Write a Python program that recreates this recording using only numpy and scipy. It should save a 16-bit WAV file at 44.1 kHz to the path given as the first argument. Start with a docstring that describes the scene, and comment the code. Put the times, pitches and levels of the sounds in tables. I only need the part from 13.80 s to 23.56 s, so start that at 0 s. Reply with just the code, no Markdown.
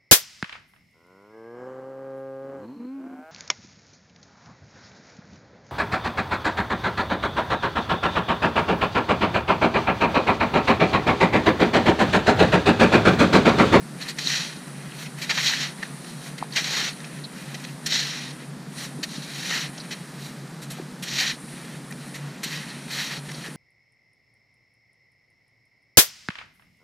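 """A steel shovel cuts and scrapes through wet sand at the water's edge, a few metres from a small camera's microphone.
Random grain clicks, coloured by the steel, make long strokes, light drags, short bites and spatters.
Clods and boots land as damped falling tones, and wet sand fizzes as grainy filtered hiss.
Behind lie the wash of the open shore and a distant engine, low pulses over narrow wavering tones.
The stereo is narrow, with some width in the high treble; a wind filter cuts the bass and the top is cut too."""
import sys
import numpy as np
from scipy import signal
from scipy.fft import rfft, irfft
from scipy.io import wavfile
from scipy.ndimage import uniform_filter1d

SR = 44100
rng = np.random.default_rng(int(sys.argv[2]) if len(sys.argv) > 2 else 0)


def inscribe(sig):
    """Save sig as 16-bit PCM at rate SR to the path in sys.argv[1].

    A 1-D sig is mono; a 2-D sig holds one channel per row.
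    Samples are clipped to [-1, 1] before scaling.
    """
    pcm = np.round(np.clip(np.atleast_2d(sig).T, -1, 1) * 32767)
    wavfile.write(sys.argv[1], SR, pcm.astype(np.int16))


N = 430416  # length in samples

# Open air with distant machinery, ahead of the wind filter. Each row: frequency in Hz, relative density in dB per Hz.
AIR_SPECTRUM = [(20, -13), (60, -20), (105, -10), (145, -0.5), (200, -6.5), (400, -18.5), (1070, -25),
                (1820, -25), (2830, -33.5), (4180, -30.5), (6350, -35), (9600, -38), (11400, -44.5),
                (13800, -46), (15500, -59)]
# Wavering tones of the distant engine, ahead of the wind filter. Each row: pitch in Hz, width in Hz, level in dB.
ENGINE_TONES = [(141.3, 4, -44.5), (246, 2.8, -54), (258.6, 10, -59.5)]
# Fizz of the wet sand over time. Each row: time in seconds, level in dB around which it wavers.
FIZZ_LEVELS = [(0.0, -52.5), (0.8, -51), (1.5, -53.5), (2.1, -50), (2.85, -52), (3.15, -50), (3.9, -54.5),
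               (4.45, -50), (4.67, -54), (4.86, -67), (4.97, -45.5), (5.14, -52.5), (5.73, -50),
               (6.22, -52), (6.61, -60), (7.25, -60), (7.42, -52), (7.75, -49.5), (8.02, -56),
               (8.29, -50.5), (8.6, -63), (8.81, -51), (9.76, -51)]
# Colour of the fizz. Each row: frequency in Hz, relative density in dB per Hz.
FIZZ_SPECTRUM = [(6000, -27), (7800, -7), (9000, 0), (10200, -2), (11200, -9.5), (13000, -27)]
# Clods and boots landing. Each row: start in seconds, level in dB, starting pitch in Hz, 60 dB decay in seconds.
LANDINGS = [(1.495, -29, 900, 0.12), (1.574, -24, 1280, .08), (2.6255, -13, 850, 0.012),
            (2.642, -27, 750, 0.018), (2.765, -35, 870, 0.18), (3.743, -30.5, 433, 0.074),
            (5.168, -26.5, 266, 0.26), (5.982, -29.5, 740, .025), (6.983, -30, 740, 0.04),
            (6.996, -27.5, 396, 0.045)]
# Sand on steel. Each row: frequency in Hz, relative density in dB per Hz.
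RASP_SPECTRUM = [(240, -51), (400, -6.5), (1260, -6), (1900, -5), (2180, -6.5), (3150, 3), (3460, 2.5),
                 (4150, -4.5), (4990, 5), (5900, -7), (11100, -18), (12500, -5.5), (15500, -39)]
# Ringing modes of the blade. Each row: frequency in Hz, width in Hz, relative level in dB around which it comes and goes.
BLADE_MODES = [(920, 110, -26.5), (1380, 180, -27.5), (1924, 410, -5), (2060, 280, -20), (2440, 210, -12),
               (2700, 100, -20.5), (3086, 55, -15.5), (3326, 47, -12.5), (3764, 150, -7), (3965, 71, -7),
               (4100, 600, -4), (4200, 89, -6.5), (4540, 83, -17.5), (5430, 150, -8), (5820, 290, -4),
               (6520, 72, -12.5), (11900, 490, -41), (13700, 510, -35)]
# Where a reflection cancels the blade's sound. Each row: centre in Hz, width in Hz, depth in dB.
REFLECTION_DIPS = [(3480, 155, -4), (5050, 200, -6), (6190, 110, -8)]
# Short bites, bumps and spatters. 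Each row: start in seconds, rasp level in dB, top relative to rasp in dB,
# contact in seconds, centre in Hz, focus on that centre from 0 to 1.
SHORT_BITES = [(0.209, -32.5, -16, 0.033, 4220, .24), (0.280, -30, -13, 0.033, 4460, 0.17),
               (0.384, -24, -19, 0.012, 3770, 0.06), (0.471, -16.5, -26, 0.0046, 3970, 0.8),
               (0.879, -35, -25, .004, 1800, .71), (1.119, -37, -30, .006, 2960, .67),
               (1.253, -36, -32, 0.022, 2530, .2), (1.385, -31.5, -13, 0.0051, 2370, .4),
               (1.412, -28, -13, 0.038, 4070, 0), (1.492, -18.5, -24, 0.03, 2300, 0),
               (1.57, -21.5, -37, 0.026, 1990, 0.06), (1.733, -19.5, -27, 0.0085, 1780, 0.3),
               (2.027, -24, -31, 0.0098, 1860, 0.46), (2.243, -39, -22, .007, 2570, 0.2),
               (2.579, -35, -12, .014, 3820, 0), (2.723, -31, -34, 0.0059, 4230, 0.9),
               (2.755, -18.5, -22, 0.047, 2900, 0), (2.841, -23.5, -20, 0.01, 4050, .2),
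               (3.13, -34, -27, .006, 4260, .62), (3.203, -32, -27, 0.0036, 2400, 0),
               (3.242, -37.5, -24, 0.012, 2500, 0.05), (3.436, -33.5, -37, .021, 4150, .95),
               (3.742, -32, -21, 0.014, 3000, 0), (3.838, -35.5, -32, .01, 3990, .02),
               (3.848, -27.5, -30, .0049, 4230, 0.2), (4.059, -22.5, -11, 0.019, 5700, .1),
               (4.12, -19, -31, 0.0097, 3800, 0.4), (4.158, -18, -33, 0.0051, 3720, .9),
               (5.228, -25.5, -15, .02, 3970, 0), (5.709, -19.5, -30, 0.0047, 1700, 0.6),
               (5.974, -35.5, -25, 0.017, 5840, 0.1), (5.996, -35, -31, 0.02, 4550, .93),
               (6.106, -31, -16, .035, 2640, 0), (6.815, -42.5, -2.5, .035, 3500, 0),
               (6.899, -37.5, -2.5, .037, 4030, 0), (7.223, -30.5, -6.5, 0.025, 3300, .04),
               (8.107, -36, -7, 0.0094, 1700, .68), (8.123, -32.5, -22, .0047, 2210, .22),
               (8.338, -37, -9, 0.04, 2900, 0), (8.631, -27, -6.5, .021, 3270, 0),
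               (9.485, -37.5, -20, .021, 1810, 0.1), (9.515, -34, -11, .006, 4500, .02),
               (9.54, -35.5, -32, 0.015, 4630, 1), (9.634, -37.5, -13, .046, 1760, .4)]
# Long strokes of the blade through the sand, one curve each. Each row of a curve: time in seconds, rasp level in dB.
STROKE_CURVES = [
    [(0.36, -55), (0.398, -34), (0.441, -32.5), (0.541, -24), (0.606, -28.5), (0.697, -38.5),
     (0.768, -47.5), (0.80, -70)],
    [(1.47, -44), (1.545, -30.5), (1.618, -25.5), (1.671, -21.5), (1.745, -28), (1.83, -28), (1.891, -37.5),
     (1.94, -60)],
    [(2.706, -53), (2.74, -35.5), (2.826, -34), (2.928, -26.5), (2.996, -25.5), (3.086, -30.5),
     (3.125, -47)],
    [(4.04, -57), (4.09, -31.5), (4.14, -23.5), (4.21, -28), (4.3, -31.5), (4.51, -42.5), (4.57, -58)],
    [(5.42, -49), (5.527, -40.5), (5.667, -33.5), (5.701, -27.5), (5.783, -27.5), (5.859, -34.5),
     (5.91, -57)],
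    [(7.23, -54), (7.275, -34), (7.34, -30), (7.41, -24), (7.46, -28.5), (7.506, -28), (7.545, -43),
     (7.6, -72)],
    [(8.62, -55), (8.656, -37), (8.717, -33.5), (8.79, -37), (8.864, -48), (8.92, -53)],
    [(9.08, -52), (9.118, -34), (9.2, -30), (9.3, -34), (9.377, -37), (9.43, -64)],
]
# Tone of each stroke as it starts. Each row: dull body relative to rasp in dB, gritty top relative to rasp in dB,
# upper relative to lower rasp in dB.
STROKE_START_TONES = [(-22.5, -18, 6.5), (-21.5, -16.5, 4.5), (-18, -15.5, 5.5), (-25.5, -19, 6),
                      (-20.5, -12.5, 4), (-21.5, -15, 3), (-20, -13, 3), (-18.5, -12.5, 4)]
# Light drags and sand sliding off the blade. Each row: start in seconds, hold in seconds, swell and fade constant
# in seconds, rasp level in dB, top relative to rasp in dB, upper relative to lower rasp in dB.
LIGHT_DRAGS = [(0.209, 0.087, 0.023, -41.5, -16, -1), (0.79, 0.33, .03, -52, -18, -3),
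               (1.202, .02, 0.038, -39, -10, 3), (1.387, 0.082, .015, -44.5, -11, -1),
               (2.007, 0.056, .04, -48, -17, 2), (2.272, 0.031, 0.049, -47.5, -12, 5),
               (2.444, 0.035, 0.033, -44.5, -10, 4), (2.606, 0.031, 0.016, -47, -24, -4),
               (3.117, 0.28, 0.044, -51, -16, -2), (3.565, 0.34, .03, -47.5, -11, 0),
               (4.603, 0.033, .025, -50, -26, -8), (4.987, 0.064, 0.023, -37, -12, 4),
               (5.322, 0.043, 0.043, -38.5, -17, 7), (5.95, 0.27, 0.032, -51.5, -18, 0),
               (6.42, 0.048, 0.049, -45, -7, 6), (6.948, 0.04, 0.042, -49, -15, -1),
               (7.696, 0.26, .03, -50.5, -15, 1), (8.22, 0.064, 0.033, -50, -13, 1),
               (8.36, 0.23, .02, -53, -22, -6), (8.888, 0.18, .02, -47, -26, -1),
               (9.468, 0.16, .02, -46.5, -15, 4), (9.655, .025, 0.024, -43, -22, -1)]

AIR_DB = -38.5  # ahead of its swells and the wind filter
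THROB_HZ, THROB_START_S = 9.759, 0.0525
# A contact that rings higher is brighter and has less body; levels are for a centre at BITE_MID_HZ.
BITE_MID_HZ = 2800
BITE_BODY_DB, BODY_DB_PER_OCTAVE = -16, -5.5
BITE_UPPER_DB, UPPER_DB_PER_OCTAVE = -0.1, 5.5
# The deeper the blade sinks, the duller the stroke.
BODY_DB_PER_S, TOP_DB_PER_S, UPPER_DB_PER_S = 10.5, -16.5, -6.5
DRAG_BODY_DB = -16  # relative to rasp
# Loose sand keeps trickling: rasp level, then body and top relative to rasp, and upper relative to lower rasp.
TRICKLE_DB, TRICKLE_BODY_DB, TRICKLE_TOP_DB, TRICKLE_UPPER_DB = -61, 4, -9.5, -11
WIDE_ABOVE_HZ, WIDE_SIDE_DB = 11600, -3  # side level relative to mid, before a further treble cut
WIND_CUT_HZ, WIND_LEAK_DB, TOP_HZ = 133.7, -23.5, 15150


def undb(db):
    """Turn decibels into an amplitude factor."""
    return 10 ** (np.asarray(db) / 20)


def level(x, db):
    """Scale a signal to an RMS level in dB."""
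    return x * undb(db) / np.sqrt(np.mean(x ** 2))


def hz_axis():
    """Frequencies of the whole-length spectrum, at least 1 Hz."""
    return np.maximum(np.arange(N // 2 + 1) * SR / N, 1)


def spectrum_gain(points):
    """Gain through (Hz, dB) points, joined along log frequency."""
    hz, db = np.transpose(points)
    return undb(np.interp(np.log(hz_axis()), np.log(hz), db))


def colour(x, gain):
    """Filter a whole-length signal by a gain over frequency."""
    return irfft(rfft(x) * gain, N)


def above(hz, steep=12.7):
    """Smooth step in gain from 0 below hz to 1 above."""
    return 1 / (1 + (hz / hz_axis()) ** steep)


def ring(x, hz, width):
    """A resonance of the given centre and width in Hz, excited by x."""
    return signal.lfilter(*signal.iirpeak(hz, hz / width, fs=SR), x)


def walk(rate):
    """Random values held 1 / rate seconds and smoothed twice; spread near 1."""
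    hold = int(SR / rate)
    steps = np.repeat(rng.standard_normal(N // hold + 1), hold)
    smooth = uniform_filter1d(uniform_filter1d(steps, hold), hold)
    return 0.87 * smooth[:N]


def add(out, s, piece):
    """Mix a piece in at s seconds, cut at the end of the scene."""
    i = int(s * SR)
    out[i:i + len(piece)] += piece[:N - i]


def air():
    """Wash and rumble of the open shore: coloured noise whose low and upper parts swell on their own."""
    wash = level(colour(rng.standard_normal(N), spectrum_gain(AIR_SPECTRUM)), AIR_DB)
    upper = colour(wash, above(750, steep=3.4))
    rumble = wash - upper
    return rumble * undb(0.12 * walk(2.96)) + upper * undb(walk(3.13))


def engine():
    """One soft low pulse a firing, steady in time and uneven in size, over narrow wavering tones."""
    out = np.zeros(N)
    t = np.arange(-800, 800) / SR
    # a narrow and a wide pulse, each swinging up and then down
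    snap, heave = (-t / w * np.exp(-(t / w) ** 2 / 2) for w in (0.0009, 0.0032))
    for s in np.arange(THROB_START_S, N / SR, 1 / THROB_HZ):
        snap_chance, heave_chance = rng.standard_normal(2)
        pulse = snap * undb(-31.0 + 3.1 * snap_chance) + heave * undb(-30.5 + 3.1 * heave_chance)
        add(out, s - 800 / SR + 0.00323, pulse)
    for hz, width, db in ENGINE_TONES:
        out += level(ring(rng.standard_normal(N), hz, width), db)
    return out


def grains(scatter_db):
    """A dense stream of clicks; some are larger than the rest."""
    size_db = scatter_db * np.minimum(rng.exponential(size=N), 4)
    return level(rng.standard_normal(N) * undb(size_db), 0)


def fizz():
    """Tiny bubbles burst in the soaked sand: grainy treble hiss."""
    hiss = level(colour(grains(scatter_db=4.0), spectrum_gain(FIZZ_SPECTRUM)), 0)
    s, db = np.transpose(FIZZ_LEVELS)
    return hiss * undb(np.interp(np.arange(N) / SR, s, db) + 1.2 * walk(12))


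def thuds():
    """A lump of wet sand or a boot lands: a damped ring that sinks in pitch, with loose noise around it."""
    out = np.zeros(N)
    t = np.arange(int(0.2 * SR)) / SR
    for s, db, hz, t60 in LANDINGS:
        tone = np.sqrt(2) * np.sin(2 * np.pi * hz * t * (1 - 1.47 * t))
        noise = ring(ring(rng.standard_normal(len(t)), hz, hz / 1.8), hz, hz / 1.8)
        lump = 0.51 * tone + 0.79 * level(noise, 0)
        swell = np.minimum(t / (0.1 * t60), 1)
        add(out, s, lump * swell * undb(db - 60 * t / t60))
    return out


def steel(x):
    """Body, lower rasp, upper rasp and top of the grains as the blade radiates them, each of unit level."""
    both = level(colour(x, spectrum_gain(RASP_SPECTRUM)), 0.3)
    # the sand damps now one part of the blade, now another, so each mode comes and goes
    for hz, width, db in BLADE_MODES:
        both += level(ring(x, hz, width), db) * undb(2.5 * walk(25))
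    dips = undb(sum(db / (1 + (2 * (hz_axis() - hz) / width) ** 2) for hz, width, db in REFLECTION_DIPS))
    low, middle, high = above(1480), above(3040), above(7400)
    ranges = 1 - low, low * (1 - middle), middle * (1 - high), high
    return np.array([level(colour(both, dips * gain), 0) for gain in ranges])


def blend(bands, body_db, top_db, upper_db):
    """Rasp of unit level tilted between its halves, and the body and top around it."""
    body, lower, upper, top = bands
    rasp = (lower + undb(upper_db) * upper) / np.sqrt(1 + undb(2 * upper_db))
    return rasp, undb(body_db) * body + undb(top_db) * top


def bites():
    """Grains crushed while the contact lasts: fast swell, sagging hold, quick release."""
    out = np.zeros(N)
    bands = steel(grains(scatter_db=1.5) * undb(0.31 * walk(300)))
    # spattering sand is strongest at the lower end of the top range
    bands[3] = level(colour(bands[3], 1 - 0.96 * above(13500)), 0)
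    t = np.arange(int(0.12 * SR)) / SR
    for s, db, top_db, contact, hz, focus in SHORT_BITES:
        u = t / contact
        swell = np.tanh(t / (0.001 + 0.16 * contact))
        shape = swell * np.exp(-0.3 * u) / (1 + u ** 5)
        octaves = np.log2(hz / BITE_MID_HZ)
        body_db = BITE_BODY_DB + BODY_DB_PER_OCTAVE * octaves
        upper_db = BITE_UPPER_DB + UPPER_DB_PER_OCTAVE * octaves
        i = int(s * SR)
        rasp, rest = blend(bands[:, i:i + len(t)], body_db, top_db, upper_db)
        # each contact favours the part of the blade that it touches
        near = level(ring(ring(rasp, hz, hz / 3.7), hz, hz / 3.7), 0)
        add(out, s, shape * undb(db) * ((1 - focus) * rasp + np.sqrt(focus) * near + rest))
    return out


def strokes(bands):
    """The blade pushes through the sand: each stroke follows its level curve and dulls as the blade sinks."""
    out = np.zeros(N)
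    for stroke, (body_db, top_db, upper_db) in zip(STROKE_CURVES, STROKE_START_TONES):
        s, db = np.transpose(stroke)
        t = np.arange(int((s[-1] - s[0]) * SR)) / SR
        i = int(s[0] * SR)
        rasp, rest = blend(bands[:, i:i + len(t)], body_db + BODY_DB_PER_S * t,
                           top_db + TOP_DB_PER_S * t, upper_db + UPPER_DB_PER_S * t)
        add(out, s[0], undb(np.interp(s[0] + t, s, db)) * (rasp + rest))
    return out


def drags(bands):
    """Light drags and sand sliding off the blade: exponential swell, hold and exponential fade."""
    out = np.zeros(N)
    time = np.arange(N) / SR
    for s, hold, fade, db, top_db, upper_db in LIGHT_DRAGS:
        shape = np.exp(np.minimum((time - s) / fade, 0) - np.maximum((time - s - hold) / fade, 0))
        on = shape > 0.01
        rasp, rest = blend(bands[:, on], DRAG_BODY_DB, top_db, upper_db)
        out[on] += shape[on] * undb(db) * (rasp + rest)
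    return out


def trickle(bands):
    """Loose sand keeps trickling: the same grains, faint and dull, at a wavering level."""
    rasp, rest = blend(bands, TRICKLE_BODY_DB, TRICKLE_TOP_DB, TRICKLE_UPPER_DB)
    return undb(TRICKLE_DB + 1.5 * walk(9.1)) * (rasp + rest)


def slide():
    """The blade sticks and slips, so the grains come in uneven surges, partly its own in each range."""
    surge = undb(0.7 * walk(45) + 1.4 * walk(160))
    bands = steel(grains(scatter_db=1.5) * surge)
    bands *= undb([1.36 * walk(70) for _ in range(4)])
    return trickle(bands) + drags(bands) + strokes(bands)


def scene():
    """Mix all sources, then widen the high treble in stereo."""
    mid = air() + engine() + fizz() + thuds() + bites() + slide()
    # the high treble is spread by random phases
    scatter = np.exp(2j * np.pi * 0.06 * np.cumsum(rng.standard_normal(N // 2 + 1)))
    width = above(WIDE_ABOVE_HZ, steep=52.0) * (1 - 0.36 * above(8900))
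    side = colour(mid, undb(WIDE_SIDE_DB) * width * scatter)
    return np.array([mid + side, mid - side])


def record(dry):
    """A steep wind filter leaves a trace of the bass; a steep low-pass cuts the top."""
    keep = above(WIND_CUT_HZ, steep=74.0)
    cut = colour(dry, keep + undb(WIND_LEAK_DB) * (1 - keep))
    top_cut = signal.ellip(10, 0.2, 80, TOP_HZ, fs=SR, output="sos")  # 0.2 dB ripple, 80 dB stop band
    return signal.sosfilt(top_cut, cut)


dry = scene()
out = record(dry)
inscribe(out)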